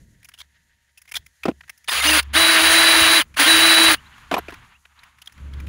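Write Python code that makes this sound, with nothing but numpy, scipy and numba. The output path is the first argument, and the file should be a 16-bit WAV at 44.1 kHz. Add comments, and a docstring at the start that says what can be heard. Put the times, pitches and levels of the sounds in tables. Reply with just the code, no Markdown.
"""A work spot open to the wind, a phone microphone close to the tool. A cordless drill spins a wire
cup brush against a cast metal part in three short bursts: the motor sings on multiples of its shaft
turn, the gears growl, the bristles rasp; brief thin tones sound, mostly in the first burst. Before
and after, hands knock and scrape tool and part. Underneath lie a low wavering hum, wind rumble,
cloth rustle and a thin hiss; three faint rising chirps come as the work ends."""
import sys
import numpy as np
from scipy import signal
from scipy.fft import rfft, irfft, next_fast_len
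from scipy.io import wavfile
from scipy.ndimage import uniform_filter1d
from numba import njit

SR = 44100
rng = np.random.default_rng(int(sys.argv[2]) if len(sys.argv) > 2 else 0)


def master(y):
    """Save y as 16-bit WAV."""
    cut = np.clip(np.atleast_2d(y).T, -1, 1)
    pcm = np.round(cut * 32767)  # scale
    wavfile.write(sys.argv[1], SR, pcm.astype(np.int16))


N = 250488
T = np.arange(N) / SR


def undb(db):
    return 10 ** (np.asarray(db) / 20)


def unit(x):
    """Scale to rms 1."""
    return x / np.sqrt(np.mean(x ** 2))


def curves(rows):
    """The value columns of a (t/s, value, ..) table at every sample."""
    times, *columns = np.transpose(rows)
    return [np.interp(T, times, column) for column in columns]


def colour(x, spectrum):
    """Shape a signal by (f/Hz, level/dB) points; rms 1."""
    hz, db = np.transpose(spectrum)
    size = next_fast_len(len(x))
    log_hz = np.log(np.maximum(np.arange(size // 2 + 1) * SR / size, 1))
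    gain = undb(np.interp(log_hz, np.log(hz), db, left=-80, right=-80))
    return unit(irfft(rfft(x, size) * gain, size)[:len(x)])


@njit
def bandpass(x, hz, width_hz):
    """Band-pass whose centre may move every sample, gain 1 at the centre."""
    y, band, low = np.empty(len(x)), 0., 0.
    for i in range(len(x)):
        g, damping = np.tan(np.pi * hz[i] / SR), width_hz / hz[i]
        v = (band + g * (x[i] - low)) / (1 + g * (g + damping))
        band, low, y[i] = 2 * v - band, low + 2 * g * v, damping * v
    return y


def wander(rate):
    """Random levels held 1 / rate s and smoothed twice; spread near 1."""
    hold = int(SR / rate)
    steps = np.repeat(rng.standard_normal(N // hold + 1), hold)
    return 1.395 * uniform_filter1d(uniform_filter1d(steps, hold), hold)[:N]


def grit(scatter_db):
    """Dense tiny impacts of uneven size."""
    return rng.standard_normal(N) * undb(scatter_db * np.minimum(rng.exponential(size=N), 4))


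# Low hum at the microphone: t/s, level/dB
HUM_LEVEL = [(0.0, -60), (0.38, -73), (0.41, -59), (0.63, -75), (1.09, -72), (1.19, -55), (1.37, -80.5),
             (1.47, -45.5), (1.68, -73), (1.82, -78), (1.99, -40), (2.06, -37), (2.12, -34.5), (2.37, -36),
             (2.44, -42), (2.56, -58), (2.66, -35), (2.72, -44), (2.93, -48.5), (3.02, -34), (3.16, -59),
             (3.46, -48.5), (3.7, -51.5), (3.76, -62), (3.89, -42), (4.18, -62.5), (4.4, -47.5),
             (4.75, -66.5), (5.31, -66.5), (5.43, -34), (5.68, -33)]


def hum(hz=70.2):
    """One low tone that wavers in pitch and level."""
    phase = 2 * np.pi * np.cumsum(hz + 0.66 * wander(4.8)) / SR
    return np.sqrt(2) * np.sin(phase) * undb(curves(HUM_LEVEL)[0] + wander(12))


# Wind at the microphone: t/s, relative level/dB
WIND_LEVEL = [(0.0, -53), (0.17, -69), (0.6, -76), (1.1, -80), (1.19, -61), (1.37, -85), (1.47, -67),
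              (1.6, -64), (1.82, -83), (2.06, -46.5), (2.99, -54.5), (3.015, -34.5), (3.04, -47),
              (3.3, -55.5), (3.55, -45.5), (3.76, -56), (3.89, -44.5), (4.1, -62), (4.4, -52), (4.7, -66.5),
              (4.75, -75.5), (5.31, -73), (5.43, -43), (5.68, -48)]
# Spectrum of its rumble: f/Hz, level/dB
WIND_SPECTRUM = [(15, -11.5), (30, 0.5), (50, 1.5), (120, 1), (220, -7.5), (400, -20), (700, -27)]


def wind():
    """Deep noise that swells unevenly with the gusts."""
    rumble = colour(rng.standard_normal(N), WIND_SPECTRUM)
    return rumble * undb(curves(WIND_LEVEL)[0] + 4 + 2.8 * wander(9.6))


# Cloth and fingers near the microphone: t/s, relative level/dB
CLOTH_LEVEL = [(0.0, -69.5), (0.6, -68.5), (0.95, -71.5), (1.3, -70), (1.85, -66.5), (2.2, -52.5),
               (2.33, -54), (3.26, -64.5), (3.35, -65), (3.97, -54.5), (4.45, -50), (4.76, -60),
               (4.79, -69.5), (4.941, -63.5), (5.0, -53), (5.1, -58.5), (5.17, -64.5), (5.34, -62.5),
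               (5.54, -53.5), (5.68, -55)]
# Their spectra before the first burst and from then on: f/Hz, level/dB
EARLY_CLOTH_SPECTRUM = [(300, -30), (600, -15.5), (1200, -17), (1550, -6.5), (1850, 2), (2300, -10.5),
                        (3200, -11), (5000, -18.5), (7000, -27)]
LATE_CLOTH_SPECTRUM = [(300, -31.5), (550, -19.5), (800, -5), (1000, 1), (1500, 1.5), (2200, -2),
                       (3300, -6.5), (4500, -15), (7000, -33)]


def cloth(tone_hz=932):
    """Cloth and fingers rub in fine grains; a very faint tone rises and falls with them."""
    level_db = curves(CLOTH_LEVEL)[0]
    grains = grit(0.9)
    early, late = colour(grains, EARLY_CLOTH_SPECTRUM), colour(grains, LATE_CLOTH_SPECTRUM)
    rustle = np.where(T < DRILL_BURSTS[0][0], early, late) * undb(level_db + 1.5 + 2 * wander(45))
    tone = np.sqrt(2) * np.sin(2 * np.pi * tone_hz * T) * undb(-83 + .5 * (level_db + 65))
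    return rustle + tone


# Background hiss: t/s, level/dB
HISS_LEVEL = [(0.0, -68.5), (0.5, -72.5), (0.75, -76), (1.2, -69.5), (3.3, -67.5), (4.45, -64.5),
              (4.9, -71), (5.68, -66.5)]
# Its spectrum: f/Hz, level/dB
HISS_SPECTRUM = [(3000, -25), (4000, -6), (5200, -8), (6800, 0), (8000, -9), (10000, -5), (13000, -12),
                 (16500, -18)]


def hiss():
    """Faint, grainy treble that flickers."""
    return colour(grit(2.5), HISS_SPECTRUM) * undb(curves(HISS_LEVEL)[0] + 1.4 * wander(40))


# Dull modes of the hand-held part and the drill body: f/Hz, level/dB, t60/s
BODY_MODES = [(230, -10, 0.029), (333, 0, 0.016), (410, 4, 0.0074), (683, -3.5, 0.018), (968, -16, 0.033)]
# Spectrum of the tick on contact: f/Hz, level/dB
TICK_SPECTRUM = [(4000, -24), (5000, 3.5), (6800, -2), (8200, -9), (10200, 3.5), (12500, -8), (16500, -1)]


def knock(start, db, ring_hz, fall_s, thud_db, tick_db, push_hz, rise_s=0.004):
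    """One contact, a short swell of noise: a pitched ring, a thud in the body modes, a tick on top."""
    t = np.arange(3600) / SR
    ring_noise, push_noise, tick_noise = rng.standard_normal((3, len(t)))
    band = lambda x, hz, width_hz: bandpass(x, np.full(len(t), float(hz)), width_hz)
    to_peak = lambda x: x / np.max(np.abs(x))
    # a rounded swell with a weak tail from nearby steel
    rise = np.sin(np.pi / 2 * np.minimum(t / rise_s, 1)) ** 2
    age = np.maximum(t - rise_s, 0) / fall_s
    swell = rise * (np.exp(-age ** 2) + 0.029 * np.exp(-age / 2))
    scrape = ring_noise
    for _ in range(3):
        scrape = band(scrape, 2000, 2600.)
    ring = swell * (unit(scrape) + 2.8 * unit(band(ring_noise, ring_hz, 310.)))
    # the push has no steady part, so nothing booms below the body modes
    low_cut = signal.butter(2, 200, "high", fs=SR, output="sos")
    push = band(signal.sosfilt(low_cut, push_noise * swell), push_hz, 250.)
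    body = sum(undb(level) * np.sin(2 * np.pi * hz * t) * 1000 ** (-t / t60)
               for hz, level, t60 in BODY_MODES)
    thud = signal.fftconvolve(push, body)[:len(t)]
    tick = swell * colour(tick_noise, TICK_SPECTRUM)
    contact = to_peak(ring) + undb(thud_db) * to_peak(thud) + undb(tick_db) * to_peak(tick)
    onset = int((start - .002) * SR)
    return np.pad(undb(db) * contact, (onset, N))[:N]


# Light handling, close up: t/s, ring level/dB, ring f/Hz, fall/s, tick re ring/dB
FINGER_CLICKS = [(0.2292, -45, 2220, 0.0035, -2), (0.245, -41.5, 2450, 0.0073, 7),
                 (0.253, -38, 2190, 0.0047, -5), (0.2875, -39, 1710, 0.0065, 3),
                 (0.317, -45, 1950, 0.0066, -13), (0.338, -36, 2900, 0.01, -4),
                 (0.377, -44, 3020, 0.0069, -6), (0.3865, -38, 3160, 0.018, -2),
                 (0.393, -41, 3140, 0.0089, -14), (0.4022, -30, 3230, 0.0075, -11),
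                 (0.4138, -29.5, 3500, 0.0037, -15), (0.975, -40.5, 2640, 0.012, 2),
                 (1.017, -46.5, 2030, 0.0063, 5.5), (1.054, -47, 1910, .005, -4),
                 (1.077, -41.5, 2200, 0.014, -7), (1.09, -39.5, 2180, 0.0089, -4),
                 (1.114, -36, 2160, 0.0065, -1), (1.1187, -23.5, 2350, 0.0043, -4.5),
                 (1.1401, -23, 2370, 0.01, -3), (1.1539, -19, 3370, 0.017, -4),
                 (1.166, -15, 3300, 0.0052, -4.5), (1.263, -39, 2120, 0.0045, -2),
                 (1.4337, -20, 2400, 0.0078, -17), (1.608, -32, 1760, .0042, -40),
                 (1.635, -44, 1865, 0.0094, -22), (1.6788, -41, 1760, 0.0086, -10),
                 (1.695, -26.5, 2010, 0.007, -3), (1.7764, -56, 1870, 0.0071, 11.5),
                 (1.843, -44, 2370, 0.0053, 2.5), (1.877, -24, 3440, .0032, -20),
                 (2.227, -35.5, 2500, 0.0043, 2), (3.3413, -36, 2200, 0.0089, -10),
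                 (4.14, -41.5, 2900, 0.0066, -28), (4.1796, -38.5, 1120, 0.0085, -22),
                 (4.504, -30, 1550, 0.0076, -14), (4.5394, -34, 2060, 0.006, -7),
                 (4.8531, -37, 1986, 0.0056, -32), (4.991, -40, 3760, .0052, -26),
                 (5.0336, -36.5, 2050, 0.0069, -8), (5.185, -42, 1760, .005, -12),
                 (5.218, -36, 2950, 0.0066, -1), (5.259, -41, 3510, .0056, -1),
                 (5.2731, -27, 3250, 0.0044, -10.5), (5.296, -46, 1600, .004, -9),
                 (5.3227, -43.5, 2020, 0.0063, -1.5), (5.378, -44.5, 2000, .005, -10),
                 (5.5358, -35.5, 3500, 0.004, -12), (5.6009, -33.5, 2350, .0062, -5),
                 (5.668, -35.5, 2500, 0.006, -9)]


def clicks():
    """Fingers and metal tap and scrape, barely stirring the body modes."""
    return sum(knock(start, db, hz, fall_s, thud_db=-23.5, tick_db=tick_db, push_hz=950)
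               for start, db, hz, fall_s, tick_db in FINGER_CLICKS)


# Short thin tones, mostly during the first burst: t/s, length/s, f/Hz, level/dB
BRIEF_TONES = [(1.452, 0.0084, 5040, -32), (1.887, 0.017, 3600, -19.5), (1.888, .028, 4960, -29.5),
               (1.895, 0.019, 1880, -26), (1.897, 0.025, 1020, -32.5), (1.898, .016, 8100, -33),
               (1.942, 0.1, 6930, -33), (2.002, 0.041, 3650, -25), (2.003, 0.023, 1290, -27),
               (2.006, 0.019, 2090, -17.5), (2.065, 0.03, 6140, -23), (2.07, .03, 5020, -24),
               (2.071, 0.029, 2850, -14), (2.077, 0.013, 3700, -30), (2.11, 0.033, 4840, -25),
               (2.112, 0.021, 2680, -11.5), (2.115, .016, 1870, -15), (2.125, .039, 6250, -33),
               (4.379, 0.016, 11460, -28)]


def brief_tones():
    """Each tone swells and fades at a steady pitch, its level fluttering."""
    out = np.zeros(N)
    for start, length, hz, db in BRIEF_TONES:
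        progress = np.clip((T - start) / length, 0, 1)
        out += undb(db) * np.sin(np.pi * progress ** 1.1) * np.sin(2 * np.pi * hz * T)
    return out * undb(2 * wander(90))


# Heavy handling, close up: t/s, ring level/dB, ring f/Hz, fall/s, thud re ring/dB, push f/Hz
DRILL_CLUNKS = [(1.4545, -16, 1290, 0.0071, 5.5, 390), (1.466, -30.5, 1360, 0.021, 7, 215),
                (1.4822, -21.5, 1370, .01, 12, 298), (1.499, -33.5, 902, 0.0077, -2, 258),
                (1.513, -37.5, 2570, 0.0032, 9.5, 275), (4.3134, -14, 1423, 0.0047, 1.5, 577),
                (4.3219, -16, 1050, 0.019, -1, 278), (4.34, -7, 1020, 0.007, -5, 980),
                (4.351, -23, 895, 0.007, 0, 515), (4.365, -19, 1030, 0.0098, 4, 1040),
                (4.3789, -20.5, 1000, 0.0083, 4.5, 570), (4.3878, -22, 1360, 0.0071, -6, 256),
                (4.4834, -25, 2410, 0.0052, -0.5, 490), (4.4929, -26, 1370, .0069, -13, 614),
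                (4.5222, -30, 1060, 0.0084, -6, 291)]


def clunks():
    """The drill body thuds as it is picked up and laid down."""
    return sum(knock(start, db, hz, fall_s, thud_db, tick_db=-26, push_hz=push_hz)
               for start, db, hz, fall_s, thud_db, push_hz in DRILL_CLUNKS)


# Weaker motor tones: multiple of the shaft turn, level re shaft tone/dB, flutter/dB
SHAFT_OVERTONES = [(2, -4, 1.5), (3.07, -14, 4.0), (4.97, -8, 4.0), (7, -11, 4.0), (9.03, -11, 4.0)]
# Blurred upper tones at full speed: multiple of the shaft turn, level re slot whine/dB
UPPER_WHINE = [(18, -23), (26, -23), (28.6, -17), (29.17, -15)]


def motor(set_hz, hz, turn, pull_db, shaft_trim_db, overtone_trim_db):
    """The shaft sings with its overtones; the slots whine at 12 times its speed."""
    def tone(multiple, db, flutter_db):
        return np.sqrt(2) * undb(db + flutter_db * wander(70)) * np.sin(multiple * turn + multiple)

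    def blur(multiple, width_hz):
        once = bandpass(rng.standard_normal(N), multiple * hz, width_hz)
        return unit(bandpass(once, multiple * hz, width_hz))

    # the tones sag as load slows the shaft; below the knee the shaft tone fades fast
    free_hz, knee_hz = 329, 291
    sag = 1 - np.exp(-np.maximum(free_hz - set_hz, 0) / 15)
    fade_db = 0.8 * np.maximum(knee_hz - set_hz, 0)
    shaft_db = -26.5 + shaft_trim_db - 1.5 * sag - fade_db + 0.12 * pull_db
    whine_db = -16.5 - 8 * sag + pull_db
    shaft = tone(1, shaft_db, flutter_db=1.9)
    for multiple, db, flutter_db in SHAFT_OVERTONES:
        shaft += tone(multiple, shaft_db + overtone_trim_db + db, flutter_db)
    full_speed = np.clip((hz - 315) / 8, 0, 1)
    upper = full_speed * sum(undb(db) * blur(multiple, 50.) for multiple, db in UPPER_WHINE)
    haze = undb(whine_db) * (undb(-11) * blur(12, 300.) + upper)
    return shaft + tone(12, whine_db, flutter_db=1.5) + haze


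def gears(shaft_hz, multiple=5.44):
    """The gears growl in a gritty band that follows the shaft speed."""
    return unit(bandpass(grit(5.7), multiple * shaft_hz, 290.)) * undb(-6.5 + 2 * wander(90))


# Brush on the casting, close up; spectra of mid rasp, scratch and bristle sizzle: f/Hz, level/dB
RASP_SPECTRUM = [(100, -47.5), (200, -19), (400, -13), (800, -4.5), (1200, -0.5), (1650, 3.5), (2100, 1),
                 (2400, -13.5), (2800, -31)]
SCRATCH_SPECTRUM = [(1700, -33), (2000, -5.5), (2300, 0.5), (3000, 1), (3600, -3.5), (4200, -3),
                    (4900, -4.5), (5300, -20), (6000, -41.5)]
BRISTLE_SPECTRUM = [(4500, -44.5), (5100, -9.5), (5500, -10), (6500, -9), (8200, -14.5), (8900, -6),
                    (9400, -1.5), (10200, -3), (11100, -9), (11600, -12.5), (13000, -15), (14000, -16.5),
                    (14800, -14.5), (15250, -13), (15600, -2.5), (16500, -12)]
# Brief dips in the rasp: t/s, level/dB
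RASP_DIPS = [(1.906, -14), (2.016, -11), (2.081, -9), (2.123, -9), (2.63, -5), (3.762, -5)]


def wire_brush(turn, growl, brush_db, rasp_trim_db, planet_multiple=.571, dip_s=.015):
    """Wire tips strike the casting in three bands of grit; the gear growl rides in the rasp."""
    rasp = colour(grit(2.7), RASP_SPECTRUM) * undb(wander(150))
    rasp = (rasp + growl) * undb(brush_db - 4.5 + rasp_trim_db)
    scratch = colour(grit(1.3), SCRATCH_SPECTRUM) * undb(brush_db - 3.5 + 0.5 * wander(85))
    bristles = colour(grit(2.6), BRISTLE_SPECTRUM) * undb(brush_db - 7.5 + wander(71))
    # planet wheels passing the ring gear throb through the rasp
    throb = np.exp(0.13 * np.sin(planet_multiple * turn) + 0.09 * np.sin(turn))
    dip_db = sum(db * np.exp(-((T - centre) / (dip_s / 2)) ** 4) for centre, db in RASP_DIPS)
    return undb(dip_db) * (rasp + scratch) * throb + undb(0.39 * dip_db) * bristles


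# The three bursts: from t/s, to t/s, rasp trim/dB, shaft tone trim/dB, overtone trim/dB
DRILL_BURSTS = [(1.882, 2.24, -2.5, 2.5, -3), (2.33, 3.25, 0.5, -1.2, 1), (3.358, 3.976, 0.5, 1.1, -4)]
# Motor shaft, one list a burst: t/s, turning f/Hz, pull re full pull/dB
SHAFT_SPEED = [
    [(1.87, 199.8, -35), (2.03, 225.5, -34.5), (2.06, 302, -24), (2.12, 312, -31), (2.17, 309, -22.5),
     (2.2, 245, -34.5), (2.215, 224, -49)],
    [(2.33, 223.5, -16), (2.342, 254.2, -8), (2.365, 316.8, 2), (2.38, 327.5, -1), (2.5, 327.7, -3.5),
     (2.58, 320.7, -5), (2.7, 329.5, -1), (3.1, 324.9, -0.5), (3.18, 331.7, 0), (3.2, 303.6, -0.5),
     (3.218, 242.6, 6), (3.23, 226, -20)],
    [(3.37, 254.5, -24.5), (3.405, 290.3, -2.5), (3.43, 290, -4), (3.44, 267.6, 2), (3.457, 269, 2.5),
     (3.468, 303.8, 0.5), (3.482, 327.6, 2.5), (3.5, 328.1, 4.5), (3.565, 323.4, 2), (3.65, 328.4, 1),
     (3.89, 326.7, 1), (3.905, 321.2, -5), (3.925, 319.4, 3), (3.94, 304.3, -37), (3.96, 268.4, -48)],
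]
# Brush on the metal, one list a burst: t/s, relative level/dB
BRUSH_LEVEL = [
    [(1.868, -73), (1.874, -49), (1.882, -22.5), (1.897, -20.5), (1.925, -19.5), (2.03, -19.5),
     (2.045, -15), (2.082, -13), (2.198, -13.5), (2.22, -51), (2.23, -45), (2.245, -62)],
    [(2.325, -65.5), (2.337, -25), (2.35, -17.5), (2.363, -12.5), (2.4, -14), (2.631, -13), (3.181, -13),
     (3.219, -19.5), (3.233, -45.5), (3.25, -69)],
    [(3.358, -67), (3.37, -21), (3.39, -20), (3.4, -11), (3.436, -15), (3.478, -13), (3.918, -12.5),
     (3.93, -16.5), (3.946, -17.5), (3.962, -50), (3.975, -51)],
]


def drill(stall_db=-19.5):
    """One shaft drives motor tones, gears and brush; below stall_db the tones die with the brush."""
    set_hz, pull_db = curves(np.concatenate(SHAFT_SPEED))
    brush_db = curves(np.concatenate(BRUSH_LEVEL))[0]
    in_burst = np.array([(T >= start) & (T <= end) for start, end, *_ in DRILL_BURSTS], float)
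    running = uniform_filter1d(in_burst.sum(axis=0), size=220)
    rasp_trim_db, shaft_trim_db, overtone_trim_db = np.array(DRILL_BURSTS)[:, 2:].T @ in_burst
    hz = set_hz * (1 + 0.0027 * wander(40))  # the load on the brush makes the speed tremble
    turn = 2 * np.pi * np.cumsum(hz) / SR
    tones = motor(set_hz, hz, turn, pull_db, shaft_trim_db, overtone_trim_db)
    tones *= undb(np.minimum(brush_db - stall_db, 0))
    return running * (tones + wire_brush(turn, gears(hz), brush_db, rasp_trim_db))


# Faint chirps in the background: t/s, length/s, from f/Hz, to f/Hz, level/dB
RISING_CHIRPS = [(3.97, .03, 2600, 3150, -45), (4.055, .025, 3600, 4300, -51),
                 (4.735, .04, 2300, 3000, -52)]


def chirps():
    """Short whistles that glide upward."""
    out = np.zeros(N)
    for start, length, from_hz, to_hz, db in RISING_CHIRPS:
        progress = np.clip((T - start) / length, 0, 1)
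        hz = from_hz + (to_hz - from_hz) * progress
        out += undb(db) * np.sin(np.pi * progress) * np.sin(2 * np.pi * np.cumsum(hz) / SR)
    return out


def scene():
    """All that reaches the one microphone beside the work."""
    background = hum() + wind() + cloth() + hiss()
    return (background + clicks() + brief_tones() + clunks() + drill() + chirps())[None]


def record(dry, top_hz=15700):
    """The phone, close to the tool, rounds the loudest peaks and cuts the top."""
    rounded = np.tanh(.95 * dry) / .95
    return signal.sosfilt(signal.ellip(14, .3, 90, top_hz, fs=SR, output="sos"), rounded)


dry = scene()
out = record(dry)
master(out)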